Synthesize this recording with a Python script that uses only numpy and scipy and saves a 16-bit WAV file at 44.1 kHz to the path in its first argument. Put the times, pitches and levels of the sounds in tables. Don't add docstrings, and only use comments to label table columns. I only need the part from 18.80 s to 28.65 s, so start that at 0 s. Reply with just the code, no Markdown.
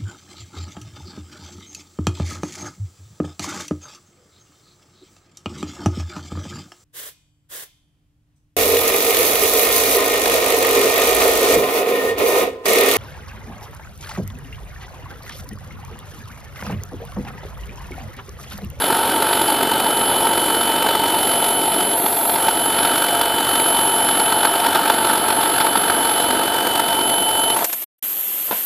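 import sys
import numpy as np
from scipy import signal
from scipy.fft import rfft, irfft, next_fast_len
from scipy.io import wavfile
from scipy.ndimage import uniform_filter1d, minimum_filter1d

SR = 44100
rng = np.random.default_rng(int(sys.argv[2]) if len(sys.argv) > 2 else 0)


def to_wav(sig):
    pcm = np.clip(np.atleast_2d(sig), -1, 1) * 32767
    pcm = np.round(pcm).astype(np.int16)
    wavfile.write(sys.argv[1], SR, pcm.T)


def makeup_ratio(level_db):
    decades = np.asarray(level_db, float) / 20
    return 10 ** decades


N = 434385
TIME, PADDED = np.arange(N) / SR, next_fast_len(N, True)
FREQ = np.fft.rfftfreq(PADDED, 1 / SR) + 1e-3
TURN_HZ = 46.875
STOP_S = 8.83
REST_S = (3.155, 3.59)
TOP_HZ = 14560


def unit(x):
    return x / np.sqrt(np.mean(x ** 2))


def colour(points, rings=()):
    hz, db = np.transpose(points)
    power = makeup_ratio(np.interp(np.log(FREQ), np.log(hz), db)) ** 2
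    for centre_hz, width_hz, ring_db in rings:
        power = power + makeup_ratio(ring_db) ** 2 / (1 + (2 * (FREQ - centre_hz) / width_hz) ** 2) ** 2
    return np.sqrt(power)


def noise(gain):
    return irfft(gain * rfft(rng.standard_normal(PADDED)), PADDED)[:N]


def band(lo_hz, hi_hz):
    return 1 / np.sqrt((1 + (lo_hz / FREQ) ** 6) * (1 + (FREQ / hi_hz) ** 6))


def ring(hz, width_hz):
    return unit(noise(1 / (1 + (2 * (FREQ - hz) / width_hz) ** 2)))


def walk(rate_hz):
    k = int(SR / rate_hz)
    steps = np.repeat(rng.standard_normal(N // k + 1), k)
    return unit(uniform_filter1d(uniform_filter1d(steps, k), k)[:N])


def bursts(times_s, sizes, rise_s, fall_s):
    t = np.arange(int(.08 * SR)) / SR
    shape = (1 - np.exp(-(t / rise_s) ** 2)) * np.exp(-t / fall_s)
    starts = np.zeros(N)
    np.add.at(starts, np.clip((np.asarray(times_s) * SR).astype(int), 0, N - 1), sizes)
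    return signal.fftconvolve(starts, shape / shape.max())[:N]


def during(start_s, stop_s, edge_s=.007):
    return np.clip(np.minimum(TIME - start_s, stop_s - TIME) / edge_s + .5, 0, 1)


def place():
    return np.maximum(np.maximum(REST_S[0] - TIME, TIME - REST_S[1]), 0)


def whine(hz, level_db, wobble_hz, wobble_db):
    phase = 2 * np.pi * np.cumsum(hz + wobble_hz * walk(45)) / SR
    return np.sqrt(2) * makeup_ratio(level_db + wobble_db * walk(30)) * np.sin(phase)


def hold():
    # from/s, to/s, first level/dB, last level/dB, whistle/dB
    holds = [
        (3.17, 3.56, -27.5, -27.5, -25),
        (8.767, 9.1, -24, -24.5, -33),
        (9.14, 9.9, -21.5, -19.5, -37),
    ]
    # f/Hz, density/dB per Hz
    fizz_colour = [(71, -101), (120, -73), (169, -25.5), (314, -23), (1010, -25), (2800, -26),
                   (5210, -28.5), (6000, -26.5), (10100, -18), (11400, -16), (12600, -15), (14500, -13.5)]
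    # f/Hz, width/Hz, level/dB
    fizz_rings = [(318, 14, -14.5), (3020, 1240, -22.5), (11770, 90, -10.5), (12900, 64, -4),
                  (12670, 800, -4)]
    fizz = unit(noise(colour(fizz_colour, fizz_rings)))
    whistle = ring(12600, 490)
    out = 0
    for start_s, stop_s, first_db, last_db, whistle_db in holds:
        fizz_gain = makeup_ratio(np.interp(TIME, (start_s, stop_s), (first_db, last_db)))
        out = out + during(start_s, stop_s, .015) * (fizz_gain * fizz + makeup_ratio(whistle_db) * whistle)
    return makeup_ratio(0.62 * walk(40)) * out


def feed():
    # travel from rest/s, level/dB
    core_levels = [(0, -30.5), (.6, -27.5), (1.3, -26), (2.2, -28.5), (2.95, -33), (3.6, -29), (5.2, -22.5)]
    # f/Hz, width/Hz, level/dB
    overtones = [(9360, 40, -16), (9542, 45, -17)]
    feed_hz, off_s = 3025, 8.742
    rough = sum(makeup_ratio(db) * ring(hz, width_hz) for hz, width_hz, db in overtones)
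    skirt = makeup_ratio(-39.5) * ring(feed_hz, 110)
    core = whine(feed_hz, np.interp(place(), *np.transpose(core_levels)), 4.92, 0.3)
    out, back = during(-1, REST_S[0]), during(REST_S[1], off_s)
    return (out + back) * (core + skirt) + (makeup_ratio(-27) * out + makeup_ratio(-39) * back) * rough


def spindle():
    # travel from rest/s, width/s, level out/dB, level back/dB
    dips = [(1.0, 0.17, -13, -6.5), (1.6, .35, -1.5, 3), (2.27, .15, -14, -9), (2.85, 0.22, -6, -0.5),
            (3.2, .2, 0, 0), (3.89, .2, -1, -14.5)]
    off_s = 8.78
    out = TIME < REST_S[1]
    back_shift_s, back_stretch = .27, .85
    at_s = np.where(out, place(), back_shift_s + back_stretch * place())
    dips_db = 0
    for s, width_s, out_db, back_db in dips:
        dips_db = dips_db + np.where(out, out_db, back_db) * np.exp(-((at_s - s) / width_s) ** 2)
    return during(-1, off_s) * whine(11175.5, -23 + dips_db, 3.2, 1.0)


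def clunk():
    # t/s, level/dB, ring length factor
    blows = [
        (9.681, -19, .5),
        (9.691, -18, 1.7),
        (9.71, -4, 0.48),
        (9.7123, -3, 0.27),
        (9.716, -9, 0.96),
        (9.723, -9, 0.82),
        (9.728, -10, 0.65),
        (9.732, -14, .9),
        (9.743, -19, .9),
        (9.749, -18, .9),
    ]
    # f/Hz, level/dB, t60/s
    modes = [(234, -18, 0.14), (477, -17, 0.047), (686, -4, 0.046), (930, 0.5, 0.045), (1380, -6, 0.022),
             (2600, -16, .02), (3500, -11, .015)]
    t, out = np.arange(int(.2 * SR)) / SR, np.zeros(N + SR)
    hz, db, t60_s = np.transpose(modes)[:, :, None]
    chance = rng.standard_normal((len(blows), 2, len(modes), 1))
    for (s, blow_db, length), (size, detune) in zip(blows, chance):
        decay_db = 60 * t / t60_s / length
        tones = np.sin(2 * np.pi * hz * (1 + 0.05 * detune) * t)
        rings = makeup_ratio(db + 2.6 * size - decay_db) * tones
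        out[int(s * SR):int(s * SR) + len(t)] += 0.29 * makeup_ratio(blow_db) * rings.sum(0)
    tail_s = 9.712
    tail_gain = (TIME > tail_s) * makeup_ratio(-28.0 - 160 * np.abs(TIME - tail_s))
    tail = tail_gain * unit(noise(band(150, 3400)))
    return irfft((rfft(out, PADDED) + rfft(tail, PADDED)) * band(160, 9000), PADDED)[:N]


def jolts():
    # t/s, peak/dB, low/dB, middle/dB, high/dB
    scrapes = [
        (8.763, -4, -20, -29, -25),
        (8.788, -8, -24, -30, -28),
        (8.819, -7, -23, -38, -35),
        (8.842, -6, -25, -27, -13),
        (8.894, -14, -35, -36, -33),
        (8.927, -9, -31.5, -30, -17.5),
        (9.019, -9, -41, -39, -28),
    ]
    s, _, *levels_db = np.transpose(scrapes)
    ranges = ((350, 1240, 1.1), (1600, 3100, 1.4), (5530, 22000, -1.5))  # low/Hz, high/Hz, level/dB
    out = 0
    for level_db, (lo_hz, hi_hz, more_db) in zip(levels_db, ranges):
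        envelope = bursts(s - .002, makeup_ratio(level_db + more_db), rise_s=.005, fall_s=.007)
        out = out + envelope * unit(noise(band(lo_hz, hi_hz)))
    return out


def plate():
    level_db = np.interp(TIME, (0, 3.6), (-37, -29))
    fade_db = 185 * np.maximum(TIME - STOP_S, 0)
    return makeup_ratio(level_db - fade_db) * ring(693.3, 51)


def cut():
    # from/Hz, to/Hz
    level_bands = [(150, 550), (600, 1000), (1100, 1800), (1900, 2800), (6000, 10500)]
    splits_hz = [0, 580, 1050, 1850, 5600, 30000]
    # f/Hz, density/dB per Hz
    cut_colour = [(25, -42), (90, -22.5), (170, -20.5), (290, -9.5), (560, -12), (950, -6.5), (1050, -20),
                  (1700, -24), (2300, -24.5), (4500, -24), (6200, -50.5), (8500, -36), (11000, -30.5),
                  (14500, -34)]
    # f/Hz, width/Hz, level/dB
    frame_rings = [(357, 33, -14.5), (876, 66, -1), (914.6, 44, -0.5), (1311, 86, -12), (1415, 40, -17.5),
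                   (1542, 166, -16.5), (1970, 80, -32), (3430, 270, -19.5), (5370, 88, -26.5),
                   (6320, 250, -39.5), (7015, 120, -36), (7570, 50, -37), (9440, 130, -29),
                   (10900, 130, -23.5)]
    # t/s, peak/dB, edge minus peak/dB
    bites = [(0.612, -9, -27), (1.041, -18, -22), (1.211, -10.5, -18), (1.453, -8, -18), (1.7, -13, -10),
             (2.062, -4, -28), (2.625, -13, -8), (3.495, -3.5, -19), (3.558, -9, -6), (3.682, -2, -13),
             (3.986, -9, -16), (4.049, -5.5, -22), (4.412, -9, -8), (4.668, -6, -25), (5.398, -8, -2),
             (5.523, -6.5, -17), (5.63, -5, -13), (5.651, -7.5, -13), (5.754, -10.5, -9), (5.847, -10, -13),
             (5.956, -5, -8), (6.099, 3.5, -15), (6.298, -4.5, -20), (6.503, -12.5, -1), (6.658, -7.5, -22),
             (6.811, -5, -11), (6.956, -4.5, -11), (7.098, 0, -23), (7.399, -21, -18), (8.127, -14, -7)]
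    # t/s, level/dB
    load = [(0.0, -26.5), (0.02, -26.5), (2.33, -28), (3.43, -33), (3.65, -27), (3.8, -30), (4.11, -24),
            (4.19, -28), (6.17, -25), (7.89, -27.5), (8.5, -31.5), (8.8, -32)]
    # level at mean load/dB, slope/dB per dB of load, extra on the way out/dB
    layers = [
        (-27.5, 0.28, 1.5),
        (-23, 0.3, 1),
        (-27, 1.0, 0),
        (-35, .5, 0.36),
        (-32, 0.06, -0.06),
    ]
    # swell depth, shared scatter/dB, own scatter/dB, bite/dB, share of edge colour, chip ticks
    play = [(0.6, 2.5, 2.4, 0.1, 0.11, 0.034), (0.5, 2.8, 3.0, 5.5, 0, 0.14), (.9, 2.8, 1.9, 7.5, 0.075, 0.18),
            (.95, 4.0, 1.6, 5, 0.6, 0.15), (.9, 4.0, 1.2, -3, 0.4, .06)]
    turns = np.arange(int(N / SR * TURN_HZ) + 2)
    turn_at = TIME * TURN_HZ + .5
    swell = np.sin(np.pi * turn_at) ** 4
    shared = np.clip(rng.standard_normal(len(turns)), -2.5, 1.6)
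    snaps = rng.random((200, 2))
    snap_db = np.minimum(-3.5 * np.log(snaps[:, 1]), 11)
    chips = bursts(snaps[:, 0] * 8.8, makeup_ratio(snap_db), .002, .004)
    bite_s, bite_db, edge_db = np.transpose(bites)
    load_db = np.interp(TIME, *np.transpose(load)) + 27.5
    stop_db = -500 * np.maximum(TIME - STOP_S, 0)
    light = makeup_ratio(-8.5) * np.maximum(shared - 1.12, 0) ** .5 * (turns / TURN_HZ < STOP_S)
    gain, out = colour(cut_colour, frame_rings), 0
    for k, (mean_db, slope, out_db) in enumerate(layers):
        level_db = mean_db + slope * load_db + out_db * during(-1, REST_S[0], .4) + stop_db
        depth, shared_db, own_db, punch_db, edge, tick = play[k]
        own = np.minimum(rng.standard_normal(len(turns)), 1.5)
        size = makeup_ratio(shared_db * shared + own_db * own)[turn_at.astype(int)]
        throb = unit((1 + depth * size * swell + tick * chips) * makeup_ratio(0.39 * walk(12)))
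        bite = makeup_ratio(bite_db + 2 + punch_db + edge * (edge_db + 15.5))
        throb = throb + bursts(bite_s - .0015, bite, .0035, .0035)
        throb = throb + bursts((turns - .25) / TURN_HZ, light * makeup_ratio(punch_db), .0035, .0035)
        inside = (FREQ > splits_hz[k]) & (FREQ <= splits_hz[k + 1])
        lo_hz, hi_hz = level_bands[k]
        in_band = (FREQ > lo_hz) & (FREQ < hi_hz)
        scale = np.sqrt(np.sum(gain[in_band] ** 2) / len(FREQ))
        out = out + makeup_ratio(level_db) * throb * noise(gain * inside / scale)
    return out


def scene():
    mid = hold() + feed() + spindle() + clunk() + jolts() + plate() + cut()
    return np.array([mid, mid])


def phone(mid):
    # f/Hz, level/dB
    side_colour = [(25, -27), (70, -21), (250, -31), (800, -43.5), (1500, -35), (2300, -23), (3000, -35.5),
                   (4700, -15.5), (6500, -17), (8500, -19.5), (10500, -33), (12000, -31.5), (14300, -20.5)]
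    hop = int(SR / TURN_HZ)
    hz, _, cells = signal.stft(mid, SR, nperseg=2 * hop)
    group = np.arange(len(hz)) // 5
    power = np.add.reduceat(np.abs(cells) ** 2, np.arange(0, len(hz), 5))
    chance = rng.standard_normal((3,) + power.shape)
    drift_db = 4 * uniform_filter1d(chance[0, :1], size=9) + 6.5 * uniform_filter1d(chance[1], size=4)
    limit_db = -56.0 + drift_db + 2.5 * np.log10(power.sum(0) + 1e-9)
    heard = uniform_filter1d(power, size=2, axis=0) > makeup_ratio(2 * limit_db)
    mute = np.where(heard[group] | (hz[:, None] < 250), 1, makeup_ratio(-30))
    top = np.clip((TOP_HZ + 60 - hz[:, None]) / 90, 0, 1) ** 2
    kept = cells * mute * top
    side_hz, level_db = np.transpose(side_colour)
    side_db = np.interp(np.log(hz + 1), np.log(side_hz), level_db)
    bed = np.sqrt(minimum_filter1d(power, size=3, axis=0) / 5)[group]
    patches = makeup_ratio(side_db[:, None] - 4 + 4.6 * chance[2, :1] + 6.8 * chance[2, group // 2 + 1])
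    side = bed * patches * np.exp(2j * np.pi * rng.random(cells.shape))
    mid, side = (signal.istft(c, SR, nperseg=2 * hop)[1][:N] for c in (kept, side))
    return np.array([mid + side, mid - side])


def band_limit(x):
    return signal.sosfilt(signal.butter(12, 15840, fs=SR, output="sos"), x)


def record(dry):
    stop_s, start_s = 9.042, 9.226
    gate = np.where(TIME < stop_s, 1, makeup_ratio(-22 - 3000 * (TIME - stop_s)) * (TIME < stop_s + .009))
    gate = np.maximum(gate, np.clip((TIME - start_s) / .003 + 1, 0, 1) ** 4)
    gate = gate + makeup_ratio(-47) * np.exp(-((TIME - 9.189) / .006) ** 4)
    rounded = .95 * np.tanh(dry[0] / .95)
    top = signal.ellip(12, .2, 90, TOP_HZ, fs=SR, output="sos")
    return band_limit(signal.sosfilt(top, phone(rounded) * gate))


dry = scene()
out = record(dry)
to_wav(out)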